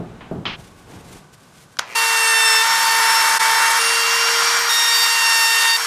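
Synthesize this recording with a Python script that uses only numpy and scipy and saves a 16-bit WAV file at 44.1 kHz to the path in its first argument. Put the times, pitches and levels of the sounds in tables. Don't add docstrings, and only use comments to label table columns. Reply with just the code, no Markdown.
import sys
import numpy as np
from scipy import signal
from scipy.fft import rfft, irfft, next_fast_len
from scipy.io import wavfile
from scipy.ndimage import uniform_filter1d, map_coordinates

SR = 44100
rng = np.random.default_rng(int(sys.argv[2]) if len(sys.argv) > 2 else 0)


def master(y):
    cut = np.clip(np.atleast_2d(y).T, -1, 1)
    pcm = np.round(cut * 32767)
    wavfile.write(sys.argv[1], SR, pcm.astype(np.int16))


N = 258426
TIME = np.arange(N) / SR

SHOP_SPECTRUM = [(15, -39), (25, -20), (139, 7), (278, -1.5), (344, -2.5), (978, -5), (1120, 0.5),
                 (1350, -8.5), (1500, -1), (1810, -13), (7280, -18.5), (10600, -24), (15000, -36)]
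THUD_SPECTRUM = [(25, -27), (80, -10), (120, -2), (170, -4), (220, -4.5), (290, -8), (375, -3.5),
                 (500, -16), (650, -12), (900, -21.5), (1500, -30), (3000, -60)]
KNOCK_SPECTRUM = [(150, -5), (600, -9.5), (800, -10), (1000, -2.5), (1600, -7.5), (2400, -4), (3200, -3),
                  (3800, -9), (5300, -17), (7000, -32), (10000, -55), (14000, -65)]
HANDLING_SPECTRUM = [(15, -46), (25, -7.5), (180, 1.5), (248, -6), (449, -8), (617, -14), (732, -10),
                     (985, -15.5), (1350, -19), (4000, -29.5), (5200, -61), (8800, -120)]
SLEEVE_SPECTRUM = [(800, -16), (2000, 3), (5000, 1), (9000, -0.5), (12000, -6), (15000, -14)]
CRACK_SPECTRUM = [(150, -31), (450, -23), (800, 4.5), (1700, 7), (3000, 0), (6500, -0.5), (8000, -11),
                  (10000, -6), (15000, -27)]
SWITCH_ECHO_SPECTRUM = [(200, -25), (600, -5), (1000, 3), (2000, 1), (3200, -6), (6000, -7), (8000, -18),
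                        (15000, -28)]
CHIP_SPECTRUM = [(25, -52), (60, -51), (100, -35), (170, -27), (300, -23.5), (550, -14.5), (750, -8.5),
                 (950, 1.5), (1400, 3), (2000, 0.5), (2300, -3.5), (2600, -16), (3500, -40)]
FAN_SPECTRUM = [(1700, -55), (2450, -3.5), (2800, -2), (3120, 0), (3500, -1), (3900, -1.5), (5400, 0),
                (6200, -1.5), (7200, -4), (8500, -20.5), (11000, -27)]
BRUSH_SPECTRUM = [(5000, -24), (7200, -0.5), (8200, 4), (9100, 1), (10500, 0), (12000, -2.5), (13500, -8),
                  (14800, -19)]

# f/Hz, t60/s
ROOM_DECAY = [(150, 0.64), (1500, 0.32), (6000, 0.23), (14000, 0.1)]
# t/s, level/dB, t60/s of the dull tail
TIMBER_THUDS = [(0.0, -25.5, 0.48), (0.311, -21, 0.54)]
# f/Hz, level/dB, t60/s
TIMBER_MODES = [(171.8, -3.5, 0.46), (305, -10, 0.17), (373, -9, 0.14), (640, -8, .15)]
# t/s, level/dB, t60/s, length/s, f/Hz above which the knock is dulled
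WOOD_KNOCKS = [(0.208, -37.5, 0.41, 0.17, 1940), (0.454, -23.5, 0.59, 0.11, 9100)]
# t/s, level/dB, f/Hz, t60/s
KNOCK_RING = [(0.464, -15, 3080, .04)]
# middle t/s, half-width/s, rumble level/dB, swish level/dB
SCUFFS = [(.6, 0.035, -40, -53.5), (0.656, 0.11, -49, -53.5), (0.8, .07, -54, -54.5),
          (0.949, .11, -37.5, -50), (1.126, 0.15, -41, -49.5), (1.34, 0.021, -62, -51),
          (1.444, 0.095, -58, -55.5), (1.596, 0.12, -66, -53), (1.723, 0.068, -63, -56.5)]
# t/s, level/dB, ring f/Hz, t60/s
SWITCH_CONTACTS = [(1.77, -32, 1500, 0.017), (1.789, -14.5, 4870, 0.014), (1.7923, -4.5, 3260, 0.0044),
                   (1.7939, -3.5, 1520, 0.0073)]

PASSES = [(1.95, -37, -27, 1, 4, -22.5, 2.5, -24.5, -27.5, 3),
          (2.625, -43.5, -22, -2.5, -2.5, -20.5, 2.3, -23.9, -27.5, 0.5),
          (3.79, -35, -43, -11, -9, -21, 2.5, -23, -30.6, -3),
          (4.692, -44.5, -32, -0.5, 3.5, -24.5, -1.5, -23, -27.5, 0),
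          (5.767, -45, -42, -21, 0, -25.5, 6, -27.5, -31, -5)]
# t/s, speed/(shaft turns/s)
PASS_SPEEDS = [
    [(1.955, 456.3), (2.172, 453.6), (2.326, 450.6), (2.62, 447.1)],
    [(2.63, 454.6), (2.797, 454), (2.949, 453), (3.6, 450), (3.63, 454.2), (3.785, 456.4)],
    [(3.795, 460.3), (4.057, 460.3), (4.195, 462.8), (4.688, 467.8)],
    [(4.696, 465.5), (5.016, 462.2), (5.44, 455.8), (5.8, 460)],
]
# shaft order (rounded in use), level/dB, share of the pass's whine offset that it follows
WHINE_ORDERS = [(4, -23.5, 0.88), (6.03, -30.5, 0.54), (8.04, -32, 0.99), (10, -34, 0.038),
                (12, -29.5, 0.041), (14, -40, .2), (16, -36, 0.53), (18, -39, 0.24), (20, -38.5, .4),
                (22, -39, 0.51), (24, -40.5, .3), (26.2, -44, .1), (28, -47, .1), (30, -44, 0.82),
                (32, -46.5, 0.65)]
# shaft order, level/dB relative to the chips
CHATTER_ORDERS = [(3, -13), (5, -11.5), (7, -17), (9, -18.5), (11, -18.5)]
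# middle t/s, length/s, shaft order, level/dB at the middle
FLARES = [(2.273, 1, 6, -23.5), (2.364, 0.44, 18, -26), (2.49, 0.35, 8, -25.5), (2.53, 0.17, 12, -22),
          (2.7, 0.29, 12, -27.5), (2.89, .16, 10, -30), (3.175, 0.23, 12, -24), (3.644, 0.099, 6, -26.5),
          (3.863, .22, 20, -26.5), (4.03, 0.73, 6, -24.5), (4.15, .9, 10, -30.5), (4.38, .6, 12, -29),
          (4.74, .24, 26, -36), (4.86, 0.5, 8, -23.5), (4.884, 0.48, 12, -24), (4.979, 0.15, 10, -22),
          (5.331, 0.45, 2, -28.5), (5.362, 0.79, 10, -27.5), (5.398, .36, 12, -24.5),
          (5.417, 0.78, 6, -23.5), (5.686, 0.13, 2, -27.5), (5.5, .66, 8, -29), (5.71, .13, 8, -26),
          (5.736, 0.097, 10, -18.5)]
# middle t/s, half-width/s, chips rise/dB, fan air rise/dB, brush hiss rise/dB
SURGES = [(2.54, 0.092, 0, 2, .5), (3.23, 0.33, 1.5, 1, 1), (4.46, 0.23, 0, 1.5, 2),
          (5.45, 0.26, 0.5, 0, 2), (5.644, .07, 3.5, 3, 1.5)]

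STARTS = [row[0] for row in PASSES]
PASS_NOW = np.searchsorted(STARTS[1:], TIME)

RUMBLE_DB, RUMBLE_FADE_DB_PER_S = -39.5, 12.5
PASS_CHANGE_S = 0.004
FLARE_EDGE_DB = 8
BLUR_PER_ORDER = 0.018
SQUEAK_S = 4.565
TOP_HZ = 15150


def amp(db):
    return 10 ** (np.asarray(db) / 20)


def unit(x):
    return x / np.sqrt(np.mean(x ** 2) + 1e-20)


def along(points, hz):
    f, v = np.transpose(points)
    return np.interp(np.log(hz + 1), np.log(f + 1), v)


def curves(rows):
    s, *cols = np.transpose(rows)
    return [np.interp(TIME, s, c) for c in cols]


def wobble(rate):
    knots = rng.standard_normal(int(N * rate / SR) + 4)
    return map_coordinates(knots, [TIME * rate], order=2)


def ramp(start, length):
    return np.clip((TIME - start) / length, 0, 1)


def swell(middle, half_width):
    return np.exp(-2 * ((TIME - middle) / half_width) ** 2)


def decay(start, t60):
    return (TIME >= start) * amp(-60 * np.maximum(TIME - start, 0) / t60)


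def soften(x):
    return uniform_filter1d(x, int(PASS_CHANGE_S * SR), axis=-1)


def filtered(x, response):
    m = next_fast_len(N + SR // 4)
    return irfft(rfft(x, m) * response(np.fft.rfftfreq(m, 1 / SR)), m)[:N]


def coloured(x, spectrum):
    return unit(filtered(x, lambda hz: amp(along(spectrum, hz))))


def noise(spectrum):
    return coloured(rng.standard_normal(N), spectrum)


def resonance(hz, centre_hz, width_hz):
    return 1j * hz * width_hz / (centre_hz ** 2 - hz ** 2 + 1j * hz * width_hz)


def room(x):
    hz, t, z = signal.stft(rng.standard_normal(SR // 2), SR, nperseg=256)
    fading = z * amp(-60 * t / along(ROOM_DECAY, hz)[:, None])
    tail = signal.istft(fading, SR, nperseg=256)[1]
    return signal.fftconvolve(x, tail / np.linalg.norm(tail))[:N]


def shop_quiet(level_db, drop_db):
    return amp(level_db) * noise(SHOP_SPECTRUM) * amp(drop_db * ramp(STARTS[0], 0.01))


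def thuds(echo_db):
    out = np.zeros(N)
    for s, db, t60 in TIMBER_THUDS:
        modes = np.zeros(N)
        for hz, level, life in TIMBER_MODES:
            modes += amp(level) * decay(s, life) * np.sin(2 * np.pi * hz * (TIME - s))
        echo = amp(echo_db) * decay(s, t60) * noise(THUD_SPECTRUM)
        out += amp(db) * ramp(s, 0.001) * (modes + echo)
    return out


def knocks(attack):
    out = np.zeros(N)
    for s, db, t60, length, dull_hz in WOOD_KNOCKS:
        wood = unit(filtered(noise(KNOCK_SPECTRUM), lambda hz: 1 / (1 + (hz / dull_hz) ** 2)))
        strike = (decay(s, t60) + attack * decay(s, 0.0087)) * ramp(s, 0.00049)
        out += amp(db) * wood * strike * (1 - ramp(s + length - 0.015, 0.018))
    for s, db, hz, t60 in KNOCK_RING:
        out += amp(db) * decay(s, t60) * ramp(s, 0.00044) * np.sin(2 * np.pi * hz * TIME)
    return out


def pickup():
    rumble = amp(RUMBLE_DB - RUMBLE_FADE_DB_PER_S * TIME)
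    swish = np.zeros(N)
    for s, half_width, rumble_db, swish_db in SCUFFS:
        stroke = swell(s, half_width)
        rumble = np.hypot(rumble, amp(rumble_db) * stroke)
        swish = np.hypot(swish, amp(swish_db) * stroke)
    uneven = amp(1.3 * wobble(30.1) + 1.7 * wobble(99))
    handling = rumble * noise(HANDLING_SPECTRUM)
    sleeves = swish * uneven * noise(SLEEVE_SPECTRUM)
    return (handling + sleeves) * (1 - ramp(1.9, 0.17))


def switch(crack_db, echo_db):
    rings, blows = np.zeros(N), np.zeros(N)
    for s, db, ring_hz, t60 in SWITCH_CONTACTS:
        blow = amp(db) * decay(s, t60)
        rings += blow * np.sin(2 * np.pi * ring_hz * (TIME - s))
        blows += blow
    crack = filtered(blows * rng.standard_normal(N), lambda hz: amp(along(CRACK_SPECTRUM, hz)))
    thin_rings = filtered(rings, lambda hz: 1j * hz / (350 + 1j * hz))
    snap = 1.0 * (np.arange(N) == round(SWITCH_CONTACTS[-1][0] * SR))
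    echo = filtered(room(snap), lambda hz: amp(along(SWITCH_ECHO_SPECTRUM, hz)))
    return thin_rings + amp(crack_db) * crack + amp(echo_db) * echo


def soft_start(buzz_db):
    half_wave = (TIME * 120) % 1
    kicks = np.exp(-2.5 * half_wave) * rng.standard_normal(N)

    def housing(hz):
        return resonance(hz, 2360, 550) - 0.51 * resonance(hz, 770, 1050) - 0.2 * resonance(hz, 4900, 2700)

    buzz = filtered(kicks, housing)
    in_room = unit(buzz + 0.69 * room(buzz))
    return amp(buzz_db) * in_room * ramp(1.832, 0.083) * (1 - ramp(STARTS[0], 0.01))


def bench(drone_db, centre_hz):
    def modes(hz):
        return resonance(hz, centre_hz, 6.1) + 0.14 * resonance(hz, 78, 25)

    top = unit(filtered(rng.standard_normal(N), modes))
    pressed = ramp(STARTS[1], 0.05) * (1 - ramp(3.35, 0.3))
    return amp(drone_db) * top * pressed


def squeak(s, db):
    pair = np.sin(2 * np.pi * 7560 * TIME) + 1.35 * np.sin(2 * np.pi * 4715 * TIME)
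    return amp(db) * pair * np.exp(-((TIME - s) / 0.0066) ** 2)


def pass_levels():
    edges = np.append(STARTS, N / SR)
    since_middle = TIME - (edges[PASS_NOW] + edges[PASS_NOW + 1]) / 2
    (_, hum, flute, tones, tones_drift, chips, chips_drift,
     air, hiss, hiss_drift) = np.array(PASSES)[PASS_NOW].T
    tones = tones + tones_drift * since_middle
    chips = chips + chips_drift * since_middle
    hiss = hiss + hiss_drift * since_middle
    return soften(np.array([hum, flute, tones, chips, air, hiss]))


def ease_off(length, drop_db):
    running_off = sum(ramp(end - length, length) * (TIME <= end) for end in STARTS[-2:])
    return amp(drop_db * running_off)


def shaft_angle(speed, jitter):
    return 2 * np.pi * np.cumsum(speed * (1 + jitter * wobble(70))) / SR


def tone(angle, multiple, scatter):
    rate = 18 + 2.2 * multiple
    paths = 1 + scatter * (wobble(rate) + 1j * wobble(rate))
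    phase = multiple * angle + rng.uniform(0, 2 * np.pi)
    return unit(np.real(paths * np.exp(1j * phase)))


def flares(order):
    gain = np.zeros(N)
    for s, length, k, db in FLARES:
        if round(k) == order:
            edge = np.minimum(np.abs(2 * (TIME - s) / length), 2) ** 6
            same_pass = PASS_NOW == np.searchsorted(STARTS[1:], s)
            gain = np.hypot(gain, amp(db - FLARE_EDGE_DB * edge) * same_pass)
    return soften(gain)


def rush(angle, chips_db, fan_db, hiss_db, bite):
    more_chips, more_fan, more_hiss = sum(
        np.outer(rises_db, swell(s, half_width)) for s, half_width, *rises_db in SURGES)
    tearing = (1 + bite * np.cos(2 * angle)) * amp(0.4 * wobble(300))
    chips = coloured(tearing * rng.standard_normal(N), CHIP_SPECTRUM)
    chips = amp(chips_db + more_chips + 0.59 * wobble(25)) * chips
    fan = amp(fan_db + more_fan + 0.59 * wobble(200)) * noise(FAN_SPECTRUM)
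    hiss = amp(hiss_db + more_hiss + 0.99 * wobble(200)) * noise(BRUSH_SPECTRUM)
    return chips + fan + hiss * (1 + 0.22 * np.cos(angle))


def chatter(angle, chips_db, fade_db):
    out = np.zeros(N)
    for k, db in CHATTER_ORDERS:
        out += amp(chips_db + db + fade_db * wobble(4.88)) * tone(angle, round(k), scatter=0.43)
    return out


def whine(angle, hum_db, flute_db, whine_db, fade_db):
    out = amp(hum_db + 1.6 * wobble(7)) * tone(angle, 1, scatter=0.057)
    flute_gain = np.hypot(amp(flute_db + 1.2 * wobble(8)), flares(order=2))
    out += flute_gain * tone(angle, 2, scatter=0.046)
    for k, db, share in WHINE_ORDERS:
        gain = amp(db + share * whine_db + fade_db * np.sqrt(k) * wobble(6))
        gain = np.hypot(gain, flares(round(k)))
        out += gain * tone(angle, round(k), scatter=BLUR_PER_ORDER * k)
    return out


def router():
    speed, = curves(np.vstack(PASS_SPEEDS))
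    hum_db, flute_db, whine_db, chips_db, fan_db, hiss_db = pass_levels()
    angle = shaft_angle(speed, jitter=0.00024)
    running = whine(angle, hum_db, flute_db, whine_db, fade_db=0.75)
    running = running + chatter(angle, chips_db, fade_db=-1.5)
    running = running + rush(angle, chips_db, fan_db, hiss_db, bite=0.44) * ease_off(length=0.12, drop_db=-3.5)
    running = running + bench(drone_db=-56.5, centre_hz=179.6) + squeak(SQUEAK_S, db=-23.0)
    dip = np.clip(np.abs(TIME - 3.389) / 0.015, 0, 1)
    return running * ramp(STARTS[0] - 0.002, 0.01) * dip


def scene():
    shop = shop_quiet(level_db=-50.5, drop_db=-9)
    before = thuds(echo_db=-3) + knocks(attack=1.2) + pickup()
    tool = switch(crack_db=0.0, echo_db=7.5) + soft_start(buzz_db=-35.5) + router()
    mono = shop + before + tool
    return np.array([mono, mono])


def record(dry):
    return np.array([filtered(np.clip(ch, -1, 1), lambda hz: hz < TOP_HZ) for ch in dry])


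dry = scene()
out = record(dry)
master(out)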